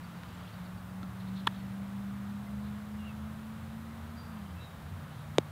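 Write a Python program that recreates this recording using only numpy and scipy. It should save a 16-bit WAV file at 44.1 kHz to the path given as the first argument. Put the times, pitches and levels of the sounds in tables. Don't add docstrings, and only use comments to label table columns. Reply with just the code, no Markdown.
import sys
import numpy as np
from scipy import signal
from scipy.fft import rfft, irfft
from scipy.io import wavfile
from scipy.ndimage import uniform_filter1d

SR = 44100
rng = np.random.default_rng(int(sys.argv[2]) if len(sys.argv) > 2 else 0)


def amplitude_ratio(level_db):
    exponent = np.asarray(level_db, float) / 20
    return 10 ** exponent


def unload_audio(sound):
    columns = np.transpose(np.atleast_2d(sound))
    steps = np.round(np.clip(columns, -1, 1) * 32767)
    wavfile.write(sys.argv[1], SR, steps.astype(np.int16))


N = 242991
T = np.arange(N) / SR

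# (frequency [Hz], density [dB per Hz])
FIELD_SPECTRUM = [(20, -31), (45, -16.5), (75, -1), (130, -2), (215, -6), (265, -14), (400, -20.5),
                  (620, -17), (1260, -16), (2500, -27.5), (3900, -30), (4500, -35), (6000, -38.5),
                  (15650, -38.5)]
# (time [s], level [dB])
BREEZE = [(0, 0), (.43, 2), (.89, -1.5), (1.4, 0.6), (2.07, -0.6), (5.51, 0)]

# (time [s], firing rate [Hz], level [dB])
TRUCK = [
    (0, 172.6, -49),
    (.7, 181.9, -45),
    (1.3, 189.8, -40),
    (2.2, 200.5, -39),
    (3.1, 211.9, -42),
    (4.27, 230.5, -48.5),
    (4.4, 207.1, -44),
    (4.7, 151.8, -55),
    (4.85, 149.1, -48.5),
    (5.51, 148.9, -48),
]
# (time [s], depth [dB])
AIR_FADES = [(.30, -6), (.51, -13), (1.13, -6), (1.46, -2.5), (1.9, -4.5), (2.46, -5.5), (4.26, -5.5),
             (4.58, -7)]
# (time [s], firing rate [Hz], level [dB])
CAR = [(2.4, 76.1, -54.5), (3.4, 82.54, -51), (4.6, 84.63, -50.5), (5.51, 96.2, -56.5)]
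BUS = [(4.6, 219, -64), (4.9, 221, -57), (5.51, 220, -56)]
VAN = dict(start_hz=101.9, top_hz=155.3, gather_s=3.3, near_s=2.0, near_db=-50.5, away_db_per_s2=-1.5, end_s=4.5)
# (multiple of firing rate [ratio], level [dB])
TRUCK_LINES = [(1, -0.5)]
CAR_LINES = [(1, 0), (2, -6.5)]
VAN_LINES = [(0.98, 0)]
VAN_OVERTONES = [(2, 0.5), (2.45, -3)]

# (time [s], length [s], start pitch [Hz], end pitch [Hz], level [dB])
OPEN_BIRDS = [(.34, .014, 7800, 7200, -69), (1.33, .09, 4150, 4140, -67), (1.56, .055, 4380, 4350, -69),
              (2.46, .025, 2050, 2050, -60), (2.98, .08, 2900, 2700, -61), (3.045, .068, 2950, 2580, -56),
              (4.28, .12, 2700, 2680, -73), (4.54, .1, 2600, 2720, -64.5), (4.6, .068, 3950, 3950, -62),
              (5.1, .025, 2950, 2950, -65)]
# (time [s], length [s], start [Hz], end [Hz], level [dB])
TREE_BIRDS = [(4.163, .062, 4730, 4710, -62), (4.595, .09, 3780, 3780, -62)]
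CRICKET = dict(first=.036, period=.1222, length=.021, start_hz=4800, end_hz=4430, db=-64.5, tire_db=-2.3, phrase=4, count=8)
TRILL = dict(first=4.365, period=.043, length=.016, start_hz=3200, end_hz=3040, db=-69, accent_db=6, accent=2, count=4)

# (time [s], peak level [dB], centre [Hz], knock level [dB])
SCUFFS = [(.4529, -55, 2750, -54), (1.0305, -51, 3600, -50), (1.286, -53, 3660, -60),
          (1.36, -53, 2900, -62), (2.297, -53, 3430, -61)]
# (time [s], [(frequency [Hz], level [dB], T60 [s])])
KNOCKS = [
    (.23505, [(1900, -32, .0025), (3600, -41, .002)]),
    (1.0305, [(260, -39, .05), (1350, -40, .04), (3500, -49, .018), (4200, -49, .015), (6000, -49, .004)]),
]
# (time [s], length [s], centre [Hz], level [dB])
RUSTLES = [(.25, .4, 2800, -66), (1.18, .06, 3900, -62), (1.25, .06, 3800, -62), (1.31, .16, 3600, -61),
           (1.48, .18, 3500, -63), (2.25, .08, 3500, -67), (2.62, .1, 3800, -70), (4.87, .05, 4000, -68),
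           (5.05, .25, 3600, -67)]

# (time [s], blow on pocket [dB], blow on laces [dB])
FAR_CONTACTS = [(1.46885, -50.3, -32.8), (1.47021, -31.1, -28.9), (1.47227, -23, -19.3),
                (1.47323, -27.7, -18.1), (1.47444, -25.1, -31.6), (1.47667, -28.4, -31.0)]
# (frequency [Hz], level [dB], T60 [s])
FAR_POCKET = [(319, -0.0, 0.0191), (1075, -8.0, 0.0204), (1200, 5.8, 0.0255), (1732, -6.3, 0.0255)]
FAR_LACES = [(2511, -20.0, 0.0204), (3409, -5.3, 0.0142), (3597, -0.2, 0.0255), (4431, -22.6, 0.0136),
             (6490, -9.9, 0.0026)]
# (time [s], frequency [Hz], level [dB], T60 [s])
FAR_PANELS = [(1.4755, 1630, -22, .014), (1.4728, 2500, -28, .014), (1.4722, 2950, -26, .014),
              (1.4712, 270, -29, .04), (1.4711, 1000, -28.5, .05), (1.4733, 1320, -28, .03)]
# (time [s], centre [Hz], width [Hz], level [dB], T60 [s])
FAR_SEAM = (1.4714, 8500, 9000, -34, .018)

# (time [s], blow [dB], sign [+-1])
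NEAR_CONTACTS = [
    (5.38373, -9.3, -1),
    (5.38407, -21.9, -1),
    (5.3846, -18, 1),
]
# (frequency [Hz], level [dB], T60 [s])
NEAR_LEATHER = [(1137, .8, .0074), (2322, -6.5, .0073), (3668, -2, .0059), (4663, -6.8, .0036),
                (7095, 1.9, .0015), (8765, -2.8, .0022)]
# (time [s], start pitch [Hz], glide [s], level [dB], T60 [s])
NEAR_POCKET = (5.38446, 643, .00408, -10.5, .030)
# (time [s], [(frequency [Hz], level [dB], T60 [s])])
NEAR_SEAM = (5.38372, [(9300, -33, .003), (11600, -35, .002), (14200, -39, .003)])


def band(x, hz, width_hz):
    return signal.lfilter(*signal.iirpeak(min(hz, .45 * SR), hz / width_hz, fs=SR), x)


def walk(rate_hz):
    hold = int(SR / rate_hz)
    steps = np.repeat(rng.standard_normal(N // hold + 1), hold)
    slewed = uniform_filter1d(uniform_filter1d(steps, hold), hold)
    return 1.16 * slewed[:N]


def add(out, s, sound):
    i = int(s * SR)
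    out[i:i + len(sound)] += sound[:N - i]


def decay(db, t, t60):
    return amplitude_ratio(db - 60 * t / t60)


def time_since(s, count):
    return np.maximum(np.arange(count) / SR - s * SR % 1 / SR, 0)


def ring(modes, s):
    t = time_since(s, 3000)
    return sum(decay(db, t, t60) * np.sin(2 * np.pi * hz * t) for hz, db, t60 in modes)


def crackle(count, hz, width_hz, db, t60):
    noise = band(rng.standard_normal(count), hz, width_hz)
    return noise * decay(db, np.arange(count) / SR, t60)


def field():
    breath = np.interp(T, *np.transpose(BREEZE))
    road_db, leaf_db = 0.52 * breath, 1.26 * breath
    hzs, dbs = np.transpose(FIELD_SPECTRUM)
    log_hz = np.log2(np.maximum(np.arange(N // 2 + 1) * SR / N, 1))
    colour = amplitude_ratio(np.interp(log_hz, np.log2(hzs), dbs, right=-70))
    spectrum = rfft(rng.standard_normal(N)) * colour
    out = np.zeros(N)
    for octave in np.arange(4, 14.6, .5):
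        share = np.cos(np.pi * np.clip(log_hz - octave, -.5, .5)) ** 2
        road_swell = road_db * np.exp(-((octave - 9.7) / 1.1) ** 2)
        leaf_swell = leaf_db * np.exp(-((octave - 11.7) / 1.0) ** 2)
        flicker = 0.86 * walk(9) * np.clip((13.2 - octave) / 3, .1, 1)
        out += amplitude_ratio(road_swell + leaf_swell + flicker) * irfft(spectrum * share, N)
    return out * amplitude_ratio(-47) / np.std(out)


def engine(track, orders, wobble, flutter_db):
    s, hz, db = np.transpose(track)
    rate = np.interp(T, s, hz) * (1 + wobble * walk(20))
    phase = 2 * np.pi * np.cumsum(rate) / SR
    fade_in = T - s[0] + (s[0] < .1)
    fade_out = s[-1] - T + (s[-1] > 5.4)
    fade = np.clip(np.minimum(fade_in, fade_out) / .2, 0, 1)
    lines = sum(amplitude_ratio(d + flutter_db * walk(12)) * np.sin(k * phase + k) for k, d in orders)
    return np.sqrt(2) * fade * amplitude_ratio(np.interp(T, s, db)) * lines


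def van_track(start_hz, top_hz, gather_s, near_s, near_db, away_db_per_s2, end_s):
    s = np.arange(0, end_s, 1 / 10)
    rate = top_hz - (top_hz - start_hz) * np.exp(-s / gather_s)
    level = near_db + away_db_per_s2 * (s - near_s) ** 2
    return np.transpose([s, rate, level])


def van():
    track, lift_s = van_track(**VAN), 2.34
    load = amplitude_ratio(-13 - 8.5 * np.clip((T - lift_s) / .3 + .5, 0, 1))
    return engine(track, VAN_LINES, 0.006, 1.4) + load * engine(track, VAN_OVERTONES, 0.0034, 2.5)


def truck():
    fade_s = 0.034
    fades = amplitude_ratio(sum(db * np.exp(-((T - s) / fade_s) ** 2) for s, db in AIR_FADES))
    return fades * engine(TRUCK, TRUCK_LINES, 0.0019, 1.16)


def traffic():
    car = engine(CAR, CAR_LINES, 0.012, 4.2)
    bus = engine(BUS, TRUCK_LINES, 0.0048, 1.5)
    return truck() + car + bus + van()


def whistle(length, start_hz, end_hz, db, t60):
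    t = np.arange(int((length + .5) * SR)) / SR
    phase = 2 * np.pi * np.cumsum(np.interp(t, [0, length], [start_hz, end_hz])) / SR
    share = np.clip(t / length, 0, 1)
    roughness = 1 + 3 * band(rng.standard_normal(len(t)), 120, 200)
    body = np.abs(np.sin(np.pi * share)) ** .6 * roughness
    tail = decay(-6, np.maximum(t - length, 0), t60) * share ** 4
    flutter = 1 + 6 * band(rng.standard_normal(len(t)), 30, 40)
    return np.sqrt(2) * amplitude_ratio(db) * (body + tail * flutter) * np.sin(phase)


def series(first, period, length, start_hz, end_hz, db, count, accent_db=0, accent=0, tire_db=0, phrase=1):
    calls = []
    for k in range(count):
        level = db + accent_db * (k == accent) + tire_db * (k % phrase)
        calls.append((first + k * period, length, start_hz, end_hz, level))
    return calls


def wildlife():
    out = np.zeros(N)
    open_calls = OPEN_BIRDS + series(**TRILL) + series(**CRICKET)
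    for calls, t60 in ((open_calls, .03), (TREE_BIRDS, .9)):
        for s, *call in calls:
            add(out, s, whistle(*call, t60))
    return out


def scuffs():
    out = np.zeros(N)
    for s, db, hz, knock_db in SCUFFS:
        add(out, s, band(crackle(SR // 20, hz, 2000, db + 8, .03), hz, 2000))
        add(out, s, band(crackle(SR // 20, 1450, 900, knock_db + 14, .04), 1450, 900))
    for s, modes in KNOCKS:
        add(out, s, -ring(modes, s))
    grain = rng.standard_normal(N) * amplitude_ratio(4 * walk(150))
    grain = band(band(grain, 3900, 1900), 3500, 1900)
    for s, length, hz, db in RUSTLES:
        i, n = int(s * SR), int(length * SR)
        add(out, s, amplitude_ratio(db + 14) * np.hanning(n) * band(grain[i:i + n], hz, 1300))
    return out


def blows(contacts, modes):
    out = np.zeros(N)
    for s, db, sign in contacts:
        add(out, s, sign * amplitude_ratio(db) * ring(modes, s))
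    return out


def contact(x, push_ms, low_hz):
    ms = np.arange(-40, 41) / SR * 1000
    push = np.exp(-.5 * (ms / push_ms) ** 2)
    rounded = np.convolve(x, push / push.sum(), "same")
    return signal.sosfilt(signal.butter(2, low_hz, "hp", fs=SR, output="sos"), rounded)


def far_catch():
    grip_s = 1.479
    out = blows([(s, pocket_db, -1) for s, pocket_db, _ in FAR_CONTACTS], FAR_POCKET)
    out += blows([(s, laces_db, -1) for s, _, laces_db in FAR_CONTACTS], FAR_LACES)
    for s, *mode in FAR_PANELS:
        add(out, s, -ring([mode], s))
    out *= decay(0, np.maximum(T - grip_s, 0), .008)
    out = contact(out, .033, 200)
    out -= .6 * band(out, 640, 550)
    s, hz, width_hz, db, t60 = FAR_SEAM
    seam = crackle(SR // 10, hz, width_hz, db, t60)
    add(out, s, band(band(seam, hz, width_hz), hz, width_hz))
    tree_line = crackle(SR // 4, 3200, 2500, -56, 0.24)
    add(out, grip_s, tree_line)
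    return out


def near_catch():
    out = blows(NEAR_CONTACTS, NEAR_LEATHER)
    s, start_hz, glide, db, t60 = NEAR_POCKET
    t = time_since(s, SR // 8)
    cycles = start_hz * glide * (1 - np.exp(-t / glide))
    add(out, s, decay(db, t, t60) * np.sin(2 * np.pi * cycles))
    settle = band(rng.standard_normal(len(t)), 220, 250)
    add(out, s, settle * decay(-27, t, 0.12) * np.clip(t / 0.024, 0, 1))
    out = contact(out, .033, 110)
    seam_s, stitches = NEAR_SEAM
    add(out, seam_s, -ring(stitches, seam_s))
    return out


def scene():
    background = field() + traffic() + wildlife() + scuffs()
    return (background + far_catch() + near_catch())[None]


def low_pass(x):
    return signal.sosfilt(signal.butter(12, 16860, fs=SR, output="sos"), x)


def record(dry):
    top_cut = signal.ellip(6, .1, 50, 16300, fs=SR, output="sos")
    mix = signal.sosfiltfilt(top_cut, dry)
    return low_pass(mix)


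dry = scene()
out = record(dry)
unload_audio(out)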